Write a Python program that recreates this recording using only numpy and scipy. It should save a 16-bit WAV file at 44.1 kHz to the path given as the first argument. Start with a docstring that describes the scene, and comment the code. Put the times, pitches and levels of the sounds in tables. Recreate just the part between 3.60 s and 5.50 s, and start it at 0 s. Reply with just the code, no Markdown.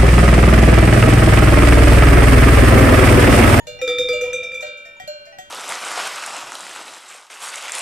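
"""A distant cowbell and a light wind rumbling on the microphone open a stereo scene on a mountain pasture.
Close by, a cow shakes her sheet-metal bell in a quick run of clanks; two more bells swing at a walking
pace and the herd answers from far off. Each clapper blow cracks against the wall and sets it ringing,
with close pairs of modes that beat and a shimmer of short high ones."""
import sys
import numpy as np
from scipy import signal
from scipy.fft import rfft, irfft
from scipy.io import wavfile

SR = 44100
rng = np.random.default_rng(int(sys.argv[2]) if len(sys.argv) > 2 else 0)


def log_audio(samples):
    """Write samples as a 16-bit WAV file to the path given in sys.argv[1]."""
    # one column per channel
    frames = np.atleast_2d(samples).T
    # limit to full scale, then quantise
    limited = np.clip(frames, -1, 1)
    pcm = np.round(limited * 32767).astype(np.int16)
    wavfile.write(sys.argv[1], SR, pcm)


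N = 83790
T = np.arange(N) / SR
SWELL_CYCLES = 1.1  # time constant of a hum's build-up, in its own periods


def from_db(db):
    """Decibels to amplitude."""
    return 10 ** (np.asarray(db) / 20)


def at_hz(points, hz):
    """Reads a spectrum (f/Hz, level/dB) on a log-frequency axis."""
    points = np.array(points)
    return np.interp(np.log(hz), np.log(points[:, 0]), points[:, 1])


def noise(spectrum):
    """Coloured noise, unrelated in the two channels; rms 1."""
    gain = from_db(at_hz(spectrum, np.fft.rfftfreq(N, 1 / SR) + 1))
    x = irfft(rfft(rng.standard_normal((2, N))) * gain, N)
    return x / x.std()


def ring(times, sizes, hz, t60, pan_db, lag_s, swell_s=0):
    """One mode, each blow adding to its ring; the left channel is pan_db louder and lag_s later."""
    pole = (2j * np.pi * hz - np.log(1000) / max(t60, .01)) / SR
    at = np.clip(np.asarray(times) * SR, 0, N - 2)
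    first = np.ceil(at).astype(int)
    blows = np.zeros(N, complex)
    blows[first] = sizes * np.exp(pole * (first - at))  # blows land between samples
    mode = signal.lfilter([1], [1, -np.exp(pole)], blows + 1e-18)
    if swell_s > 0:
        keep = np.exp(-1 / (swell_s * SR))
        for _ in range(2):  # the hum builds up smoothly as the air in the bell follows the wall
            mode = signal.lfilter([1 - keep], [1, -keep * np.exp(pole)], mode)
    left = from_db(pan_db / 2) * np.exp(-1j * np.pi * hz * lag_s)
    return np.array([(mode * left).imag, (mode / left).imag])


def far_bells(overtone_t60_s=.53, ting_t60_s=.18, ting_db=-9.5):
    """The herd far across the pasture: distance leaves each bell's hum, one overtone and a faint ting."""
    # blows: t/s, level/dB, hum f/Hz, hum t60/s, overtone f/Hz, overtone level/dB re hum
    blows = [(0, -39.5, 932, 0.21, 1820, -9), (.191, -32.5, 776, 0.17, 1975, -13),
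             (0.66, -46, 982, 0.39, 943, -9.5), (.70, -37, 730, 0.07, 1975, -13),
             (.822, -43, 666.5, 0.36, 1842, -11), (1.002, -52, 982, 0.37, 967, 3),
             (1.253, -44, 661.5, 0.28, 1835, -1.5), (1.366, -46, 933, 0.075, 982, -15),
             (1.667, -43, 657, 0.5, 1810, -12), (1.725, -43, 793, 0.29, 1934, -4.5)]
    # upper modes as multiples of the hum
    ting_ratios = [3.2, 3.7, 7.3]
    out = 0
    for s, db, hz, t60, overtone_hz, overtone_db in blows:
        lag_s = rng.uniform(-0.00067, 0.00031)
        out += ring([s], from_db(db), hz, t60, 0, lag_s, SWELL_CYCLES / hz)
        out += ring([s], from_db(db + overtone_db), overtone_hz, overtone_t60_s, 0, lag_s)
        for ratio in ting_ratios:
            out += ring([s], from_db(db + ting_db), hz * ratio, ting_t60_s, 0, lag_s)
    return out


def wind(air_db=-56.5):
    """Wind on the microphone: an uneven rumble with two soft bumps, over the even hiss of open air."""
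    # course of the rumble, and its bumps: t/s, level/dB
    gusts = [(0.0, -51), (0.206, -46), (0.254, -56), (0.492, -43.5), (1.084, -57), (1.174, -94),
             (1.466, -54.5), (1.554, -87), (1.814, -73), (1.9, -55)]
    bumps = [(1.442, -46), (1.793, -37)]
    # spectral densities: f/Hz, level/dB
    rumble_spectrum = [(25, -1), (55, 2), (110, 3.5), (180, -4.5), (300, -12.5), (600, -5.5), (1500, -39)]
    air_spectrum = [(30, 0), (200, -4), (600, -5), (1000, -10), (3000, -11), (6000, -20), (10000, -28),
                    (15000, -30)]
    level = from_db(np.interp(T, *np.transpose(gusts)))
    level += sum(from_db(db) * np.exp(-((T - s) / 0.0033) ** 2) for s, db in bumps)
    return level * noise(rumble_spectrum) + from_db(air_db) * noise(air_spectrum)


def struck_metal(blows, modes, lag_s):
    """Neighbouring modes start in opposite phase, close pairs beat; where a blow lands weights each."""
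    # centres of the hum, clang, ring, ping and treble registers: f/Hz
    registers = [500, 2360, 3600, 4800, 6100]
    out, times = 0, [blow[0] for blow in blows]
    for k, (hz, db, t60, pan_db) in enumerate(modes):
        sign = (-1) ** k
        register_db = np.array([at_hz(list(zip(registers, blow[1:6])), hz) for blow in blows])
        bias_db = np.array([sum(blow[7:]) for blow in blows])  # 0 without a bias column
        sizes = sign * from_db(db + register_db + sign * bias_db)
        swell_s = SWELL_CYCLES / hz if hz < 1000 else 0
        out += ring(times, sizes, hz, t60, pan_db, lag_s, swell_s)
    return out


def shimmer(blows, level_db, count):
    """Many short high modes of the wall, some strong, some weak, each excited differently by every blow."""
    # envelope of the upper modes: f/Hz, level/dB
    spectrum = [(4000, -28), (5500, -2), (7000, 3.5), (9000, -15.5), (11000, -7.5), (13500, -12),
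                (15000, -15)]
    out, blows = 0, np.array(blows)
    for hz in np.linspace(4300, 14500, count) + rng.uniform(-110, 110, count):
        scatter_db = rng.normal(0, 4.5) + rng.normal(0, 3, len(blows))  # per mode, per blow
        signs = rng.choice([-1, 1], len(blows))
        sizes = signs * from_db(level_db + at_hz(spectrum, hz) + blows[:, 6] + scatter_db)
        out += ring(blows[:, 0], sizes, hz, t60=.32 * np.sqrt(7000 / hz),
                    pan_db=rng.normal(0, 4), lag_s=rng.uniform(-0.51, 0.94) / hz)
    return out


def clack(blows, level_db, crack_t60_s=.013, rattle_t60_s=.44, rattle_db=-5):
    """The clapper meets the wall with a short crack and a fainter rattle."""
    # spectral density of the contact: f/Hz, level/dB
    spectrum = [(300, 4), (900, -83), (1300, 3), (1800, 2), (2500, 4.5), (3100, -0.5), (5000, -2.5),
                (8000, -12.5), (14000, -18.5)]
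    power = 0
    for blow in blows:
        age = np.maximum(T - blow[0], 0)
        decay = from_db(-60 * age / crack_t60_s) + from_db(rattle_db - 60 * age / rattle_t60_s)
        size = from_db(level_db + np.mean(blow[2:7]))
        power += (T >= blow[0]) * (size * decay) ** 2
    return np.sqrt(power) * noise(spectrum)


def knock(blows, lag_s):
    """The small clapper rings briefly itself and radiates no bass."""
    # clapper modes: f/Hz, level/dB, t60/s, left minus right/dB
    modes = [(1445, -16.5, 0.064, 3), (1830, -8.5, 0.018, -2), (2020, -11, 0.008, -4),
             (2500, -8, 0.0073, 8), (3930, -16, 0.034, -8)]
    low_cut = signal.butter(4, 1250, "high", fs=SR, output="sos")
    return signal.sosfilt(low_cut, struck_metal(blows, modes, lag_s))


def near_bell(lag_s=.00002):
    """A cow shakes her bell right by the microphone, close enough to hear the clapper's own knock."""
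    # blows: t/s, level/dB of hum, clang, ring, ping, treble, shimmer, bias/dB (even modes up, odd down)
    blows = [(.0698, -40, -47.5, -41.5, -53, -53, -50.5, 6.5),
             (.21501, -20.5, -28.5, -36, -43, -56, -44, -5),
             (.27685, -18.5, -28, -20.5, -35, -42.5, -44, 4.5),
             (.38437, -19, -30.5, -23, -35, -42.5, -41, -1), (.48737, -19, -30, -26, -31.5, -47, -45, 6),
             (.61153, -21.5, -26, -52, -54, -38, -43, 1.5), (.73094, -27, -25, -30, -73, -29.5, -47, -0.5),
             (.83265, -66, -31, -35.5, -76, -42, -54, -1), (.91862, -37, -36, -91, -42.5, -55, -59.5, -5),
             (.94417, -52, -39, -35, -66, -47, -51.5, 6), (1.00637, -41.5, -36, -39, -76, -47, -49, -0.5),
             (1.0657, -42, -85, -37, -45, -49, -68, -1), (1.173, -97, -68, -71, -52, -91, -60.5, -8),
             (1.2531, -68.5, -68.5, -69.5, -71, -73, -58.5, -15.5),
             (1.654, -74, -75, -96, -59, -76, -61.5, 7)]
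    # wall modes: f/Hz, level/dB, t60/s, left minus right/dB
    modes = [(492, 0, .62, 0), (511, -1, .57, 0), (1278, -19, 1.1, 1), (1325, -19, 1.67, 1),
             (2341, 0, 1.75, 0), (2386, -2, 1.15, 0), (3561, -6, .83, -1), (3665, 1, .89, -1.5),
             (6061, 0, .14, 3), (6193, -1, .2, 3), (4802, -4, .36, -5), (306, -28, .7, 0),
             (326, -29, .6, 0), (2480, -8, .04, 0), (7763, -11, .22, 0), (8177, -12, .2, 0)]
    wall = struck_metal(blows, modes, lag_s) + shimmer(blows, level_db=-8.5, count=60)
    return wall + clack(blows, level_db=3) + knock(blows, lag_s)


def walking_bell():
    """The bell of a cow walking nearby swings against its clapper about twice a second."""
    # blows: t/s, level/dB of hum, clang, ring, ping, treble, shimmer
    blows = [(.0698, -36, -28.5, -27.5, -43, -34, -29.5), (.5295, -28.5, -29, -16, -56.5, -45, -24),
             (1.0235, -33, -22.5, -45.5, -34, -33.5, -32.5),
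             (1.4755, -29.5, -26.5, -40.5, -24.5, -26, -34.5)]
    # wall modes: f/Hz, level/dB, t60/s, left minus right/dB
    modes = [(582.6, -8, 1.85, -0.5), (599.8, 6, 0.36, -0.5), (1518, -18.5, 3.25, 5),
             (1574.5, -26.5, 0.81, 20.5), (2783.4, -16.5, 1.85, -11), (2836, -14.5, 0.93, -2.5),
             (4200, -2.5, 0.75, 1), (4371, -9, 0.41, -4), (5600, -37, 0.51, -30), (7010, -25.5, 0.31, -24),
             (9960, -17.5, 0.076, 2), (11700, -26, 0.14, -12)]
    wall = struck_metal(blows, modes, lag_s=.00033) + shimmer(blows, level_db=-25.5, count=24)
    return wall + clack(blows, level_db=-17)


def small_bell():
    """A smaller, higher bell nearby swings a little faster."""
    # blows: t/s, level/dB of hum, clang, ring, ping, treble, shimmer
    blows = [(.291, -34, -40, -52, -44, -34, -30), (.637, -33, -46.5, -32.5, -32, -39, -26),
             (1.026, -34, -42.5, -37, -33, -36.5, -49), (1.399, -29, -38.5, -34, -33.5, -36, -38),
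             (1.7855, -25.5, -42, -33, -37, -31, -30.5)]
    # wall modes: f/Hz, level/dB, t60/s, left minus right/dB
    modes = [(743, 3, .14, 2), (1898, 2, .28, 1), (2073, -18, .5, 0), (3183, -11, 1.5, -2),
             (3486, -11, .5, 0), (4689, -23, .4, 0), (5383, -17, .12, 0), (5658, -19, .2, 0),
             (6525, -17, .35, 0), (6690, -22, .4, 0), (7730, -16, .22, 0), (13090, -17, .13, 0)]
    wall = struck_metal(blows, modes, lag_s=.0004) + shimmer(blows, level_db=-25, count=16)
    return wall + clack(blows, level_db=-9)


def scene():
    """Three bells close by, the herd beyond, and wind on the microphone."""
    return near_bell() + walking_bell() + small_bell() + far_bells() + wind()


def record(dry):
    """The microphone signal is cut steeply above 14.9 kHz."""
    return signal.sosfilt(signal.ellip(10, .1, 80, 14900, fs=SR, output="sos"), dry)


dry = scene()
out = record(dry)
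log_audio(out)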